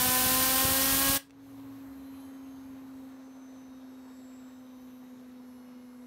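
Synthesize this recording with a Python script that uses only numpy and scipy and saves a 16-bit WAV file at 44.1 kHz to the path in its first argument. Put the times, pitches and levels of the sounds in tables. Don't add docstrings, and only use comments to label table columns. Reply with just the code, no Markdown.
import sys
import numpy as np
from scipy import signal
from scipy.fft import rfft, irfft
from scipy.io import wavfile
from scipy.ndimage import uniform_filter1d

SR = 44100
rng = np.random.default_rng(int(sys.argv[2]) if len(sys.argv) > 2 else 0)


def output_pcm(signal):
    pcm = np.clip(np.atleast_2d(signal).T, -1, 1) * 32767
    wavfile.write(sys.argv[1], SR, np.round(pcm).astype(np.int16))


def invert_db(level):
    return 10 ** (np.asarray(level, dtype=float) / 20)


N = 267246
T = np.arange(N) / SR

JET_SHUT_S = 1.1755
GAIN_SETTLES_S = 3.06
CAGE_TURNS = .29575


def unit(x):
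    return x / np.sqrt(np.mean(x ** 2))


def walk(rate_hz):
    k = max(int(SR / rate_hz), 1)
    return unit(uniform_filter1d(uniform_filter1d(rng.standard_normal(N), k), k))


def colour(x, points):
    hz, db = np.transpose(sorted(points))
    f = np.maximum(np.arange(N // 2 + 1) * SR / N, 1)
    curve_db = np.interp(np.log(f), np.log(hz), db)
    return unit(irfft(rfft(x) * invert_db(curve_db), N))


def patchy(points, flicker_db, rate_hz):
    spectrum = rfft(colour(rng.standard_normal(N), points))
    half_octave = 2 * np.log2(np.maximum(np.arange(len(spectrum)) * SR / N, 1) / 20)
    out = np.zeros(N)
    for k in range(21):
        band = np.clip(1 - np.abs(half_octave - k), 0, 1)
        out += irfft(spectrum * band, N) * invert_db(flicker_db * walk(rate_hz))
    return unit(out)


def swell(at, length):
    return np.exp(-4 * np.abs((T - at) / length) ** 2.6)


def stack(turns, orders, shake_db, rate_hz):
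    out = np.zeros(N)
    for multiple, db, drift_db in orders:
        level = invert_db(db + drift_db * T + shake_db * walk(rate_hz))
        out += level * np.sqrt(2) * np.sin(2 * np.pi * (multiple * turns + rng.random()))
    return out


def gained(level_db, ducked_db, open_s, settle_db, fade_db_per_s):
    shut = np.interp(T, [1.26, open_s], [1, 0])
    settled = np.interp(T, [GAIN_SETTLES_S, GAIN_SETTLES_S + 0.087], [0, 1])
    fade_db = fade_db_per_s * np.maximum(T - open_s, 0)
    return level_db + ducked_db * shut + settle_db * settled + fade_db


def lobe_hz():
    coast = np.maximum(T - JET_SHUT_S, 0)
    driven_hz = 251.4 + 20.0 * T
    steady_hz = 274.16 * np.exp(-.02022 * coast)
    swirl_hz = .8 * np.exp(-coast / .25)
    return np.where(T < JET_SHUT_S, driven_hz, steady_hz + swirl_hz)


def reverberate(x, t60=0.21, wet_db=-13):
    t = T[:SR // 2]
    tail = rng.standard_normal(len(t)) * np.exp(-np.log(1000) * t / t60) * np.clip(t / 0.0015, 0, 1)
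    dull = signal.sosfilt(signal.butter(1, 5000, fs=SR, output="sos"), tail)
    tail = dull + (tail - dull) * np.exp(-t / 0.031)
    tail = signal.sosfilt(signal.butter(2, 500, "high", fs=SR, output="sos"), tail)
    return x + invert_db(wet_db) * signal.fftconvolve(x, tail / np.sqrt(np.sum(tail ** 2)))[:N]


def building_drones():
    # centre [s], length [s], pitch [Hz], level [dB].
    drones = [
        (1.64, 0.45, 113, -59.5),
        (2.33, 0.81, 92, -67),
        (1.94, 0.19, 69, -64),
    ]
    out = np.zeros(N)
    for at, length, hz, db in drones:
        out += invert_db(db) * np.sqrt(2) * swell(at, length) * np.sin(2 * np.pi * hz * T)
    return out


def room_rumble():
    # frequency [Hz], level per Hz [dB].
    rumble_colour = [(15, -58.5), (25, -28), (67, -6), (81, -5.5), (216, -7), (224, 1), (230, -7.5),
                     (300, -17), (510, -120)]
    # centre [s], length [s], rise of the rumble [dB].
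    arm_moves = [
        (1.95, 0.53, 4.5),
        (2.75, 0.56, 4),
    ]
    rumble_db = gained(level_db=-65, ducked_db=-4, open_s=1.5, settle_db=-1, fade_db_per_s=-0.3)
    rumble_db = rumble_db + sum(db * swell(at, length) for at, length, db in arm_moves)
    return patchy(rumble_colour, flicker_db=1.5, rate_hz=4.6) * invert_db(rumble_db + 0.16)


def handle_clicks():
    # frequency [Hz], level [dB], 60 dB decay time [s].
    handle_rings = [(2700, -3, .014), (2300, -4, .005), (3500, -1, .005), (4500, -1, .005),
                    (5800, -1, .005), (7500, -4, .004)]
    # start [s], peak level [dB].
    ticks = [
        (1.297, -50),
        (1.3075, -41),
    ]
    t = T[:SR // 10]
    tick = np.zeros(len(t))
    for hz, db, t60 in handle_rings:
        tick += invert_db(db) * np.sin(2 * np.pi * hz * t) * np.exp(-np.log(1000) * t / t60)
    crack = uniform_filter1d(np.diff(rng.standard_normal(len(t) + 1)), size=3)
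    tick += 1.3 * crack * np.exp(-t / 0.00041)
    out = np.zeros(N)
    for at, db in ticks:
        start = int(at * SR)
        out[start:start + len(t)] += invert_db(db) * tick / np.abs(tick).max()
    return out


def rolling_hiss(hiss_db):
    # frequency [Hz], level per Hz [dB].
    bearing_colour = [(1760, -39), (3000, -14), (4100, 10), (5100, -11), (6300, -16), (8500, -10),
                      (10500, -2), (11000, 11), (13200, 7), (15800, -3.5)]
    # frequency [Hz], width [Hz], level against the hiss [dB].
    race_modes = [(7750, 400, -11), (10975, 25, -17), (11495, 25, -16)]
    out = patchy(bearing_colour, flicker_db=.3, rate_hz=12) * invert_db(hiss_db + 2)
    for hz, width, db in race_modes:
        b, a = signal.iirpeak(hz, hz / width, SR)
        ringing = unit(signal.lfilter(b, a, rng.standard_normal(N)))
        out += invert_db(hiss_db + db + 3.2 * walk(3)) * ringing
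    return out


def ball_tones(turns, hiss_db):
    # frequency [Hz], half width [Hz], level [dB], lift of the lower and cut of the upper sideband [dB].
    crossed_rings = [(2135, 22, -77, 0), (2885, 20, -79, 0), (3090, 20, -80, 2), (3755, 50, -84, 7),
                     (3845, 45, -85, -7), (4058, 20, -76, 0), (4370, 25, -82, 0), (4500, 22, -82, 3),
                     (5265, 58, -79, 0), (5970, 95, -82, 1), (6112, 38, -73, 4), (6270, 40, -87, -2),
                     (6395, 40, -79, -1), (6660, 35, -89, 2),
                     (9850, 40, -90, 0), (11130, 40, -85, -2), (11280, 60, -88, -4), (11540, 45, -88, -4),
                  (11985, 45, -87, 3), (12125, 45, -85, -2), (12290, 35, -89, -4), (12500, 40, -88, 3),
                  (12700, 45, -80, 5), (12850, 45, -85, -3), (13010, 40, -91, -2), (13570, 55, -87, -3),
                  (13710, 40, -87, -4), (14350, 40, -92, 3)]
    cage = 2 * np.pi * CAGE_TURNS * turns
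    cage_hz = CAGE_TURNS * lobe_hz()
    opened = invert_db(np.minimum(hiss_db - hiss_db[-1], 2))
    tremble = walk(60)
    axis_hz = np.arange(SR // 2)
    response = {-1: np.zeros(SR // 2), 1: np.zeros(SR // 2)}
    for side in response:
        for hz, width, db, lean_db in crossed_rings:
            response[side] += invert_db(db - side * lean_db) * np.exp(-((axis_hz - hz) / width) ** 2)
    out = np.zeros(N)
    for balls in range(30, 200, 10):
        for side in (-1, 0, 1, 5):
            multiple = balls + side
            size = invert_db(hiss_db - 20 + balls / 42 + 4.5 * walk(5))
            flutter = np.roll(tremble, rng.integers(N))
            if abs(side) == 1:
                swelling = np.interp(multiple * cage_hz, axis_hz, response[side]) * opened
                size = size + np.sqrt(2) * swelling * invert_db(balls / 90 - 1.8 + 1.5 * flutter)
            out += size * np.sin(multiple * cage + 2 * np.pi * rng.random() + 0.24 * flutter[::-1])
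    return out


def ball_squeals(turns):
    # centre [s], length [s], multiple of the cage rate, level [dB].
    flares = [(4.34, .27, 96.61, -76), (4.3, .34, 100, -76), (4.27, .36, 103.37, -74), (2.19, .19, 138, -74),
              (2.18, .16, 144.79, -71), (2.19, .19, 148.18, -83), (3.93, .21, 150, -83),
              (4.86, .16, 146, -86), (5.58, .16, 148, -79), (5.56, .19, 154.76, -81), (1.83, .23, 160, -82),
              (2.1, .62, 110, -86)]
    cage = 2 * np.pi * CAGE_TURNS * turns
    tremble = walk(60)
    out = np.zeros(N)
    for at, length, multiple, db in flares:
        near = slice(max(int((at - 2 * length) * SR), 0), int((at + 2 * length) * SR))
        flutter = np.roll(tremble, rng.integers(N))[near]
        level = invert_db(db - 1.5 + multiple / 45 + 2.2 * flutter) * np.sqrt(2)
        tone = np.sin(multiple * cage[near] + .5 * flutter[::-1])
        out[near] += level * swell(at, 1.4 * length)[near] * tone
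    return out


def bearing(turns):
    hiss_db = gained(level_db=-74, ducked_db=-18, open_s=1.47, settle_db=-4, fade_db_per_s=.1)
    hiss_db = hiss_db + swell(GAIN_SETTLES_S + .05, 0.073)
    return rolling_hiss(hiss_db) + ball_tones(turns, hiss_db) + ball_squeals(turns)


def stirred_air():
    # frequency [Hz], level per Hz [dB].
    air_colour = [(180, -55.5), (300, -8.5), (508, -8), (553, -10.5), (1050, -11.5), (3320, -27),
                  (3830, -24.5), (4880, -31.5), (6040, -29.5), (9000, -37), (11700, -51), (19800, -120)]
    air_db = gained(level_db=-65.5, ducked_db=-9, open_s=1.58, settle_db=0.23, fade_db_per_s=-0.88)
    return patchy(air_colour, flicker_db=1.3, rate_hz=19) * invert_db(air_db + 7.5)


def lobe_hum(turns):
    # multiple of the lobe rate, level [dB], drift [dB per s].
    hum_orders = [(.9, -24, 0), (1, 0, 0), (2, -29, 2.2), (3, -30, 0), (4, -31, 0)]
    hum_db = gained(level_db=-45, ducked_db=-12.5, open_s=1.6, settle_db=-2.5, fade_db_per_s=-0.25)
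    return stack(turns, hum_orders, shake_db=0.84, rate_hz=68) * invert_db(hum_db)


def gust(at, hz):
    cycles = (T - at) * hz
    return np.exp(-np.abs(cycles) / .5) * np.cos(np.pi * cycles) * np.tanh(-cycles / 0.042)


def wind_on_microphone():
    # time [s], peak level [dB], pitch [Hz].
    strikes = [
        (0.091, -29, 106),
        (0.266, -27.5, 100),
        (0.6525, -23, 100),
        (0.688, -27.5, 152),
        (0.7111, -30, 90),
        (0.722, -34, 80),
        (0.929, -32.5, 60),
        (.95, -35, 90),
        (1.101, -25, 88),
    ]
    buffet_colour = [(15, -36.0), (35, -6.5), (75, -4.5), (200, -8.5), (400, -16.5), (900, -31)]  # Hz, dB
    buffet = colour(rng.standard_normal(N) * invert_db(1.63 * walk(60)), buffet_colour)
    return buffet * invert_db(-43.0) + sum(invert_db(db) * gust(at, hz) for at, db, hz in strikes)


def jet(turns):
    # frequency [Hz], level per Hz [dB].
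    jet_colour = [(180, -31), (300, -9), (450, -13), (1000, -8), (2050, -9.5), (3000, -6.5), (4900, -6.5),
                  (7600, -8), (9600, -2.5), (10500, -8), (12000, -2.5), (14000, -3.5), (15800, -5)]
    # multiple of the lobe rate, level [dB], drift [dB per s].
    jet_orders = [(1, 0, 0), (2, -4, -1), (3, -2.5, -5), (4, -.5, -3), (5, -12.5, -1), (6, -6, 1.5),
                  (7, -4.5, -6), (9, -17, 2.5), (10, -14, -1.5), (11, -21, 11), (12, -11, 0)]
    puff = 1 + 0.22 * np.cos(2 * np.pi * turns) + 0.084 * np.cos(4 * np.pi * turns + 0.64)
    eddies = invert_db(0.69 * walk(700) + 0.13 * walk(41))
    hiss = colour(rng.standard_normal(N) * puff * eddies, jet_colour) * invert_db(-26.5 + 1.56)
    tone = stack(turns, jet_orders, shake_db=1.46, rate_hz=42) * invert_db(-39 + .9 * T)
    valve = np.clip((JET_SHUT_S - T) / .015 + .5, 0, 1)
    return (hiss + tone + wind_on_microphone()) * valve


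def scene():
    turns = np.cumsum(lobe_hz()) / SR
    background = building_drones() + room_rumble()
    spinner = bearing(turns) + stirred_air() + lobe_hum(turns)
    loud = reverberate(jet(turns) + handle_clicks())
    return (background + spinner + loud)[None]


def band_limit(x):
    return signal.sosfilt(signal.butter(12, 17080, fs=SR, output="sos"), x)


def record(dry):
    top_cut = signal.ellip(14, .2, 80, 15700, fs=SR, output="sos")
    mix = signal.sosfilt(top_cut, dry)
    return band_limit(mix)


dry = scene()
out = record(dry)
output_pcm(out)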